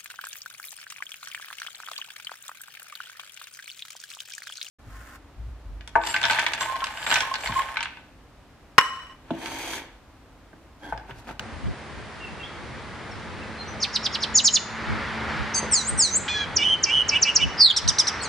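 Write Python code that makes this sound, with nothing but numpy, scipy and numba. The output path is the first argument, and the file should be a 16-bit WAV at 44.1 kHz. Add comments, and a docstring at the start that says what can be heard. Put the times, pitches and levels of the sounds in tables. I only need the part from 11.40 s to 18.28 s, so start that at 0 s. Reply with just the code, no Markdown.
"""A caged songbird in a garden. Road noise and a breeze open the scene and run throughout; far birds call.
The bird starts with soft falling chips and loud dives, then a scratchy note, and something knocks.
Swoops and a nasal note lead to beating whistles, a long slur, sharp chups and one last faint swoop.
In most notes both sides of its syrinx sound at once and mix; the cage and the trees throw the song back."""
import sys
import numpy as np
from scipy import signal
from scipy.fft import rfft, irfft
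from scipy.io import wavfile
from scipy.ndimage import uniform_filter1d
from numba import njit

SR = 44100
rng = np.random.default_rng(int(sys.argv[2]) if len(sys.argv) > 2 else 0)


def wav_out(sig):
    """Save sig, one row per channel (or a flat mono array), as 16-bit PCM at SR to the path in sys.argv[1]."""
    wavfile.write(sys.argv[1], SR, np.round(np.clip(np.atleast_2d(sig).T, -1, 1) * 32767).astype(np.int16))


N = 303408
TIME = np.arange(N) / SR


def undb(db):
    """Decibels to gain."""
    return 10 ** (np.asarray(db) / 20)


def unit(x):
    """Scale to rms 1."""
    return x / np.sqrt(np.mean(x ** 2))


def curves(table, t):
    """Automation lanes: a table's columns, joined by straight lines in time."""
    times, *columns = np.transpose(table)
    return [np.interp(t, times, column) for column in columns]


def colour(x, points):
    """EQ with a curve of (frequency [Hz], gain [dB]) points."""
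    hz, db = np.transpose(points)
    bins_hz = np.maximum(np.fft.rfftfreq(x.shape[-1], 1 / SR), 1)
    return irfft(rfft(x) * undb(np.interp(np.log(bins_hz), np.log(hz), db)), x.shape[-1])


def walk(rate_hz, size=N):
    """Smooth random modulation with a spread near 1."""
    hold = max(int(SR / rate_hz), 1)
    steps = np.repeat(rng.standard_normal(size // hold + 2), hold)
    return unit(uniform_filter1d(uniform_filter1d(steps, hold), hold))[:size]


def air(points, side_db):
    """Stereo noise bed of a given colour and width."""
    mid, side = rng.standard_normal((2, N))
    return unit(colour(mid + undb(side_db) * np.array([side, -side]), points))


def add(track, start_s, sound):
    """Lay a sound into a track."""
    i = max(int(start_s * SR), 0)
    track[i:i + len(sound)] += sound[:max(N - i, 0)]


def settle(t, start, end, time_s, steep):
    """Move from one value to another in about time_s; the steeper, the more like a step."""
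    return end + (start - end) * np.exp(-(t / time_s) ** steep)


def glide(t, start_hz, end_hz, bend):
    """Slide over a whole note; the more bend, the more of the slide comes late."""
    return start_hz + (end_hz - start_hz) * np.expm1(bend * t / t[-1]) / np.expm1(bend)


def swell(t, attack_s, release_s, start_db, end_db):
    """Attack, hold and release, in dB relative to the held level."""
    attack = np.maximum(1 - t / attack_s, 0)
    release = np.maximum(1 - (t[-1] - t) / release_s, 0)
    return start_db * attack + end_db * release


@njit
def follow(x, attack, release):
    """Envelope follower with separate rates for rising and sinking."""
    out, level = np.empty(len(x)), 0.
    for i in range(len(x)):
        level += (x[i] - level) * (attack if x[i] > level else release)
        out[i] = level
    return out


def road(roar_db=4.0, rumble_db=-12, rumble_swell=0.66, tread_db=15, tread_swell=1.417):
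    """Tyre roar swells as traffic passes, tread hiss more so, rumble less; one engine hums through."""
    # swell of the distant traffic: (time [s], relative level [dB])
    traffic = [(0.0, -49), (2.2, -44.5), (2.8, -41.5), (3.25, -40), (3.5, -37), (3.87, -37.5), (3.91, -35),
               (4.02, -37), (4.55, -41), (5.42, -41.5), (5.75, -38.5), (6.4, -37), (6.72, -34),
               (6.88, -37.5)]
    # tone of the tyre roar: (frequency [Hz], gain [dB])
    roar_eq = [(300, -50), (850, 0.5), (2000, -2.5), (2700, -9.5), (4700, -15.5), (10000, -41)]
    # tone of the road rumble: (frequency [Hz], gain [dB])
    rumble_eq = [(22, -38.5), (64, 3), (125, 0.5), (550, -3), (900, -7.5), (1500, -57.5)]
    # a distant engine: (time [s], pitch [Hz], level [dB])
    engine = [(1, 220.6, -56), (3.1, 220.4, -44.5), (3.6, 219.6, -40.5), (4.55, 218.8, -45),
              (4.75, 201, -41), (5.0, 181, -65.5)]
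    tread_eq = [(700, -24), (1300, 2), (2150, -0.5), (3100, -18), (6000, -50)]
    traffic_db, = curves(traffic, TIME)
    roar = air(roar_eq, side_db=-11) * undb(traffic_db + roar_db)
    tread = air(tread_eq, side_db=-11.5) * undb(tread_swell * traffic_db + tread_db + walk(8.1))
    rumble = air(rumble_eq, side_db=-14) * undb(rumble_swell * traffic_db + rumble_db + walk(9.5))
    hum_hz, hum_db = curves(engine, TIME)
    hum = np.sqrt(2) * np.sin(2 * np.pi * np.cumsum(hum_hz * (1 + 0.01115 * walk(25.1))) / SR)
    return roar + tread + rumble + hum * undb(hum_db + 2 * walk(14))


def breeze(leaves_db=-49, buffet_db=-46, puff_s=0.038):
    """Leaves hiss softly; eddies buffet the two microphone ports, and puffs push them in opposition."""
    # hiss of the leaves: (frequency [Hz], gain [dB])
    leaves_eq = [(700, -5), (3300, -10), (10500, -22.5)]
    # puffs of wind: (time [s], level [dB])
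    puffs = [(.28, -22.5), (3.52, -23.5), (4.021, -27), (4.55, -25.5), (6.05, -20), (6.48, -21)]
    buffet_eq = [(15, -25.5), (65, 6), (140, -2.0), (500, -17.5), (5000, -56)]
    puff_eq = [(15, -20), (60, 10.5), (150, 6.5), (450, -16), (900, -39), (5000, -63.5)]
    puff_gain = sum(undb(db) * np.exp(-((TIME - peak_s) / puff_s) ** 2) for peak_s, db in puffs)
    buffet = air(buffet_eq, side_db=0.5) * undb(buffet_db + 3 * walk(7.9))
    gusts = air(puff_eq, side_db=11) * puff_gain
    return buffet + gusts + air(leaves_eq, side_db=-1.0) * undb(leaves_db)


def knock(start_s=4.228, hz=506, db=-27, t60=0.19, attack_s=0.0032):
    """A soft, hollow knock some way off: noise dying away in one resonance."""
    age = np.maximum(TIME - start_s, 0)
    body = unit(signal.lfilter(*signal.iirpeak(hz, Q=5, fs=SR), rng.standard_normal(N)))
    return body * undb(db - 60 * age / t60) * np.minimum(age / attack_s, 1)


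def far_birds():
    """Short sliding whistles swell and fade in the trees."""
    # distant calls: (time [s], length [s], start pitch [Hz], end pitch [Hz], level [dB])
    calls = [(0.796, 0.1, 2813, 2270, -45), (0.992, 0.053, 2760, 2480, -47),
             (1.027, 0.036, 3160, 3780, -39.5), (1.71, 0.026, 5560, 4850, -51.5),
             (2.0, 0.034, 2515, 3020, -46), (2.179, 0.063, 4144, 4226, -42),
             (2.273, 0.042, 5960, 6200, -46), (6.798, 0.025, 4260, 4730, -35)]
    out = np.zeros(N)
    for start_s, length_s, start_hz, end_hz, db in calls:
        t = TIME[:int(length_s * SR)]
        hz = glide(t, start_hz, end_hz, bend=3.27) * (1 + 0.006 * walk(307, len(t)))
        arch = np.sin(np.pi * (t / length_s) ** 0.79)
        tone = np.sqrt(2) * np.sin(2 * np.pi * np.cumsum(hz) / SR)
        add(out, start_s, undb(db) * arch * tone)
    return out


def garden(x, near_db=-15, near_t60=0.077, trees_db=-19, trees_t60=0.49, build_s=0.011, side_db=-5):
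    """Close surfaces scatter the song at once; trunks and foliage return a long, grainy tail."""
    t = np.arange(SR) / SR
    mid, side = rng.standard_normal((2, SR)) * undb(5.93 * rng.standard_normal((2, SR)))
    grains = mid + undb(side_db) * np.array([side, -side])
    near = undb(near_db) * unit(undb(-60 * t / near_t60) * (t > .002))
    trees = undb(trees_db) * unit(undb(-60 * t / trees_t60) * (1 - np.exp(-t / build_s)))
    impulse = grains * np.hypot(near, trees) / np.sqrt(SR)
    tail = signal.fftconvolve(x[None], impulse, axes=1)[:, :N]
    return colour(tail, [(3000, 0.5), (6200, -1.0), (7500, 0.5), (10000, -4.5)])


def cage(x, lead_s=.00001, sideways_s=.00002):
    """The song arrives a hair early on the left; the first echoes come from alternate sides."""
    # echoes off the cage and its stand: (delay [s], level [dB])
    reflections = [(.0031, -10.5), (.0085, -13.5), (.0138, -15)]
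    # stereo tilt of the song: (frequency [Hz], left over right [dB])
    balance = [(2200, 0), (3000, -4.5), (5500, -1.3), (9500, 3)]
    lag = -2j * np.pi * np.fft.rfftfreq(N, 1 / SR)
    sides = np.array([[1], [-1]])
    direct = np.exp(-lag * sides * lead_s / 2)
    echoes = sum(undb(db) * np.exp(lag * (delay_s + (-1) ** k * sides * sideways_s))
                 for k, (delay_s, db) in enumerate(reflections))
    stereo = irfft(rfft(x) * (direct + echoes), N)
    return np.array([colour(channel, [(hz, side * db / 2) for hz, db in balance])
                     for channel, side in zip(stereo, (1, -1))])


def voice(t, hz, db, waver, flutter_db=1.5, ease_s=0.0015):
    """One side of the syrinx: a complex tone that trembles in pitch and level."""
    gate = np.clip(np.minimum(t, t[-1] - t) / ease_s, 0, 1)
    phase = 2 * np.pi * np.cumsum(hz * (1 + waver * walk(900, len(t)))) / SR
    return np.sqrt(2) * gate * undb(db + flutter_db * walk(263.2, len(t))) * np.exp(1j * phase)


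def syrinx(voices, even_db, flank_db=-np.inf, octave_db=-np.inf, third_db=-27, rasp=0.58):
    """The membranes push on each other: octaves, a sum tone, a flanking tone above the pair, twelfths."""
    low, high, both = voices[0], voices[-1], sum(voices)
    size = np.sqrt(sum(np.abs(v) ** 2 for v in voices)) + np.finfo(float).eps
    flank = undb(flank_db) * high ** 2 * low.conj() / size ** 2
    overtones = undb(even_db) * both ** 2 / size + undb(third_db) * both ** 3 / size ** 2
    low_octave = undb(octave_db) * low * np.exp(1j * np.angle(low))
    roughness = 1 + rasp * walk(2500, len(both))  # the membranes close unevenly
    return (both + flank + low_octave + overtones * roughness).real


def chip(t, start_hz=5600, end_hz=2050, gap_hz=1550, end_gap_hz=720):
    """Two rough voices fall side by side, ever faster, drawing closer; they swell, then taper off."""
    hz = glide(t, start_hz, end_hz, bend=2.5)
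    gap = glide(t, gap_hz, end_gap_hz, bend=0.33)
    low_db = swell(t, attack_s=.035, release_s=.012, start_db=-23, end_db=-12)
    high_db = swell(t, attack_s=.032, release_s=.012, start_db=-35, end_db=-10) - 2.5
    low = voice(t, hz, low_db, waver=.028, flutter_db=3.0)
    high = voice(t, hz + gap, high_db, waver=.024)
    return syrinx([low, high], even_db=-28, flank_db=-24, octave_db=-26.5)


def dive(t, start_hz, join_s, held_hz=7300, sag_hz_per_s=19000, low_hz=5850, end_hz=2250,
         gap_hz=220, apart_db=-7, joined_db=0.5):
    """The high voice leads and sags, then drops onto the low one; the pair falls roughly together."""
    hz = glide(t, low_hz, end_hz, bend=1.9)
    apart = settle(t, 0.91, 0, join_s, steep=10.56)
    joined = 1 - apart
    solo_hz = settle(t, start_hz, held_hz, time_s=.009, steep=1.2) - sag_hz_per_s * t
    low_db = swell(t, attack_s=0.02, release_s=0.026, start_db=-29, end_db=-15.5)
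    high_db = swell(t, attack_s=.014, release_s=0.016, start_db=-26.5, end_db=-15)
    low = voice(t, hz, low_db + apart * apart_db + joined * joined_db, waver=0.022, flutter_db=3)
    high = voice(t, apart * solo_hz + joined * (hz + gap_hz), high_db, waver=0.013 + 0.018 * joined)
    return syrinx([low, high], even_db=-28, flank_db=-16, octave_db=-25 + 18 * apart)


def tsee(t, start_hz=5500, high_hz=6290, low_hz=4620, low_db=-4):
    """The voices part from one pitch and hold, pressed hard and scratchy."""
    db = swell(t, attack_s=0.011, release_s=0.019, start_db=-18, end_db=-16)
    low = voice(t, settle(t, start_hz, low_hz, time_s=0.014, steep=1.7), db + low_db, waver=0.01)
    high = voice(t, settle(t, start_hz, high_hz, time_s=0.0045, steep=1.5), db, waver=0.017)
    return syrinx([low, high], even_db=-4.5, flank_db=-4.5, octave_db=-14)


def swoop(t, high_hz=8700, high_end_hz=5850, low_hz=6100, low_end_hz=3780):
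    """Both voices fall and level out; the high one speaks first and fades as the low one takes over."""
    length_s = t[-1]
    high_db = swell(t, 0.14 * length_s, 0.69 * length_s, start_db=-18.5, end_db=-22.5)
    low_db = swell(t, 0.23 * length_s, 0.34 * length_s, start_db=-25, end_db=-21.5) - 3.5
    high = voice(t, settle(t, high_hz, high_end_hz, 0.35 * length_s, steep=1.7), high_db, waver=0.011)
    low = voice(t, settle(t, low_hz, low_end_hz, 0.42 * length_s, steep=1.5), low_db, waver=0.011)
    return syrinx([low, high], even_db=-15, flank_db=-9, octave_db=-15.5)


def upturn(t, start_hz=6150, end_hz=8550):
    """One side alone, nearly pure, climbs and grows louder."""
    db = swell(t, attack_s=0.082, release_s=0.016, start_db=-24, end_db=-21.5)
    hz = settle(t, start_hz, end_hz, time_s=0.063, steep=4.4)
    return syrinx([voice(t, hz, db, waver=0.0077)], even_db=-20)


def nasal(t, low_hz=1725, high_hz=2475, sag_per_s=0.23, scoop=0.285, scoop_s=0.0068, droop=0.077,
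          high_db=2, high_end_db=-2, throat_hz=3350, throat_db=6):
    """The membranes clash and the throat lifts their overtones; the pitch scoops up, sags and drops."""
    db = swell(t, attack_s=0.0071, release_s=0.037, start_db=1, end_db=-6.5)
    bend = 1 - sag_per_s * t - scoop * np.exp(-(t / scoop_s) ** 2) - droop * np.exp((t - t[-1]) / scoop_s)
    low = voice(t, low_hz * bend, db, waver=0.0065)
    high = voice(t, high_hz * bend, db + settle(t, high_db, high_end_db, t[-1] / 2, steep=1.8), waver=.006)
    buzz = syrinx([low, high], even_db=-10.5, flank_db=-17, octave_db=-4, third_db=-16, rasp=.25)
    return buzz + undb(throat_db) * signal.lfilter(*signal.iirpeak(throat_hz, Q=5, fs=SR), buzz)


def flick(t, start_hz=7600, end_hz=4150, peak_share=0.63):
    """One side alone whips down, loudest just past halfway."""
    db = swell(t, peak_share * t[-1], (1 - peak_share) * t[-1], start_db=-27, end_db=-17.5)
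    return syrinx([voice(t, glide(t, start_hz, end_hz, bend=0.36), db, waver=0.017)], even_db=-23.5)


def whistle(t, start_hz, rise_s, jump_s, held_hz, beat_hz, low_hz=2290, low_db=-2,
            onset_hz=200, onset_s=0.0084, droop_hz=200, droop_s=0.0069, break_db=-9, break_s=0.0098):
    """The high voice rises, the low one cracks and jumps up under it; hoarse at first, they clear and beat."""
    db = swell(t, attack_s=0.97 * jump_s, release_s=0.0046, start_db=-10.5, end_db=-11)
    bend_hz = onset_hz * np.exp(-t / onset_s) - droop_hz * np.exp((t - t[-1]) / droop_s)
    bend_hz += 16 * walk(90, len(t))
    waver = settle(t, .012, .009, time_s=.08, steep=4)
    crack_db = break_db * np.exp(-((t - jump_s) / break_s) ** 2)
    jump_hz = settle(t, low_hz, held_hz - beat_hz, jump_s, steep=10.1)
    low = voice(t, bend_hz + jump_hz, db + low_db + crack_db, waver)
    high = voice(t, bend_hz + settle(t, start_hz, held_hz, rise_s, steep=4.6), db, waver)
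    hoarse_db = settle(t, -15, -30, jump_s, steep=2.2)
    return syrinx([low, high], even_db=hoarse_db, flank_db=-2.5, third_db=-33.5)


def slur(t, start_hz, end_hz, gap_hz=600, end_gap_hz=280, high_db=-8.0):
    """Two close voices slide down together in a loud burr; the low one speaks first."""
    db = swell(t, attack_s=0.31 * t[-1], release_s=0.34 * t[-1], start_db=-32, end_db=-22.0)
    hz = glide(t, start_hz, end_hz, bend=.45)
    gap = settle(t, gap_hz, end_gap_hz, time_s=t[-1] / 2, steep=3.6)
    high = voice(t, hz + gap, db + settle(t, -18, high_db, time_s=.018, steep=4), waver=0.027)
    low = voice(t, hz, db, waver=0.028)
    return syrinx([low, high], even_db=-31.5, flank_db=-14, octave_db=-36)


def chup(t, top_hz, end_hz=4780, low_hz=4600, low_end_hz=2850, scoop=.42, scoop_s=.0042,
         fall_share=.38, throat_hz=5650, throat_width=0.096):
    """The pitch shoots up and sinks; the high voice chokes while it overshoots the throat's resonance."""
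    bend = 1 - scoop * np.exp(-(t / scoop_s) ** 2)
    hz = bend * settle(t, top_hz, end_hz, fall_share * t[-1], steep=2.19)
    overshoot = np.maximum(hz / throat_hz - 1, 0) / throat_width
    high_db = swell(t, attack_s=0.016, release_s=0.025, start_db=-8.5, end_db=-35)
    low_db = swell(t, attack_s=0.0096, release_s=0.021, start_db=-12, end_db=-12) - 16
    high = voice(t, hz, high_db, waver=0.017) / (1 + overshoot ** 2)
    low = voice(t, bend * glide(t, low_hz, low_end_hz, bend=-0.76), low_db, waver=0.017)
    return syrinx([low, high], even_db=-13.5, flank_db=-6.5, octave_db=-11)


def songbird():
    """The caged bird sings each syllable on its cue, with the top end softened."""
    # soft falling chips: (time [s], length [s], level [dB])
    chips = [(2.401, 0.053, -20), (2.528, 0.047, -19.5), (2.629, 0.046, -18), (2.72, 0.043, -21),
             (2.804, 0.045, -19)]
    # loud dives: (time [s], length [s], level [dB], high voice's start [Hz], voices join after [s])
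    dives = [(2.94, 0.068, -12.5, 7150, 0.045), (3.034, 0.061, -11, 8500, 0.041),
             (3.125, 0.054, -11.5, 7600, 0.031)]
    # a thin, scratchy note: (time [s], length [s], level [dB])
    tsees = [(4.137, 0.069, -22.5)]
    # downward swoops: (time [s], length [s], level [dB])
    swoops = [(4.31, 0.12, -17), (4.575, 0.13, -15.5), (6.816, 0.074, -31)]
    # upturns that finish the loud swoops: (time [s], length [s], level [dB])
    upturns = [(4.416, 0.1, -20.5), (4.704, 0.082, -9)]
    # a nasal note: (time [s], length [s], level [dB])
    nasals = [(4.878, 0.17, -35)]
    # flicks into the whistles: (time [s], length [s], level [dB])
    flicks = [(5.155, 0.024, -9.5), (5.428, 0.021, -6.5), (5.681, 0.021, -10), (5.814, 0.028, -4.5),
              (5.948, .027, -4)]
    # beating whistles: (time [s], length [s], level [dB], high voice's start [Hz], it rises after [s],
    # low voice jumps after [s], held pitch [Hz], beat [Hz])
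    whistles = [(5.181, 0.171, -20.5, 2840, 0.055, 0.062, 3090, 106.3),
                (5.458, 0.165, -21.5, 2650, 0.062, 0.062, 3090, 124),
                (5.71, 0.069, -19, 2560, 0.037, 0.052, 2928, 265),
                (5.847, 0.059, -18, 2550, 0.029, .04, 2943, 201),
                (5.985, 0.059, -19.5, 2600, 0.023, 0.04, 2990, 238)]
    # a long slur and its last accent: (time [s], length [s], level [dB], start [Hz], end [Hz])
    slurs = [(6.175, 0.13, -5, 5090, 3377), (6.292, 0.031, -10, 3620, 3165)]
    # sharp chups: (time [s], length [s], level [dB], pitch aimed at [Hz])
    chups = [(6.362, 0.037, -5, 6230), (6.476, 0.039, -5, 6850), (6.583, 0.044, -5.5, 6520),
             (6.669, 0.039, -11, 6580)]
    song = [(chip, chips), (dive, dives), (tsee, tsees), (swoop, swoops), (upturn, upturns),
            (nasal, nasals), (flick, flicks), (whistle, whistles), (slur, slurs), (chup, chups)]
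    out = np.zeros(N)
    for syllable, cues in song:
        for start_s, length_s, db, *shape in cues:
            add(out, start_s, undb(db) * syllable(TIME[:int(length_s * SR)], *shape))
    return colour(out, [(8600, -1.5), (11000, -16)])


def scene(far_send_db=12.0):
    """The caged bird up front, the far birds wetter in the garden reverb, over road, breeze and knock."""
    song, far = songbird(), far_birds()
    reverb = garden(song + undb(far_send_db) * far)
    return cage(song) + far + reverb + road() + breeze() + knock()


def record(dry, knee_db=-17, squeeze=0.51, attack_s=0.0081, release_s=0.31, ceiling=.64, top_hz=10400):
    """Gain control ducks the mix on loud notes, a soft clip rounds the peaks, a low-pass cuts the top."""
    level = follow(np.abs(dry).mean(axis=0), 1 / (attack_s * SR), 1 / (release_s * SR))
    ducked = dry * np.maximum(level / undb(knee_db), 1) ** -squeeze
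    rounded = ducked / (1 + (ducked / ceiling) ** 6) ** (1 / 6)
    return signal.sosfilt(signal.ellip(10, .2, 75, top_hz, fs=SR, output="sos"), rounded)


dry = scene()
out = record(dry)
wav_out(out)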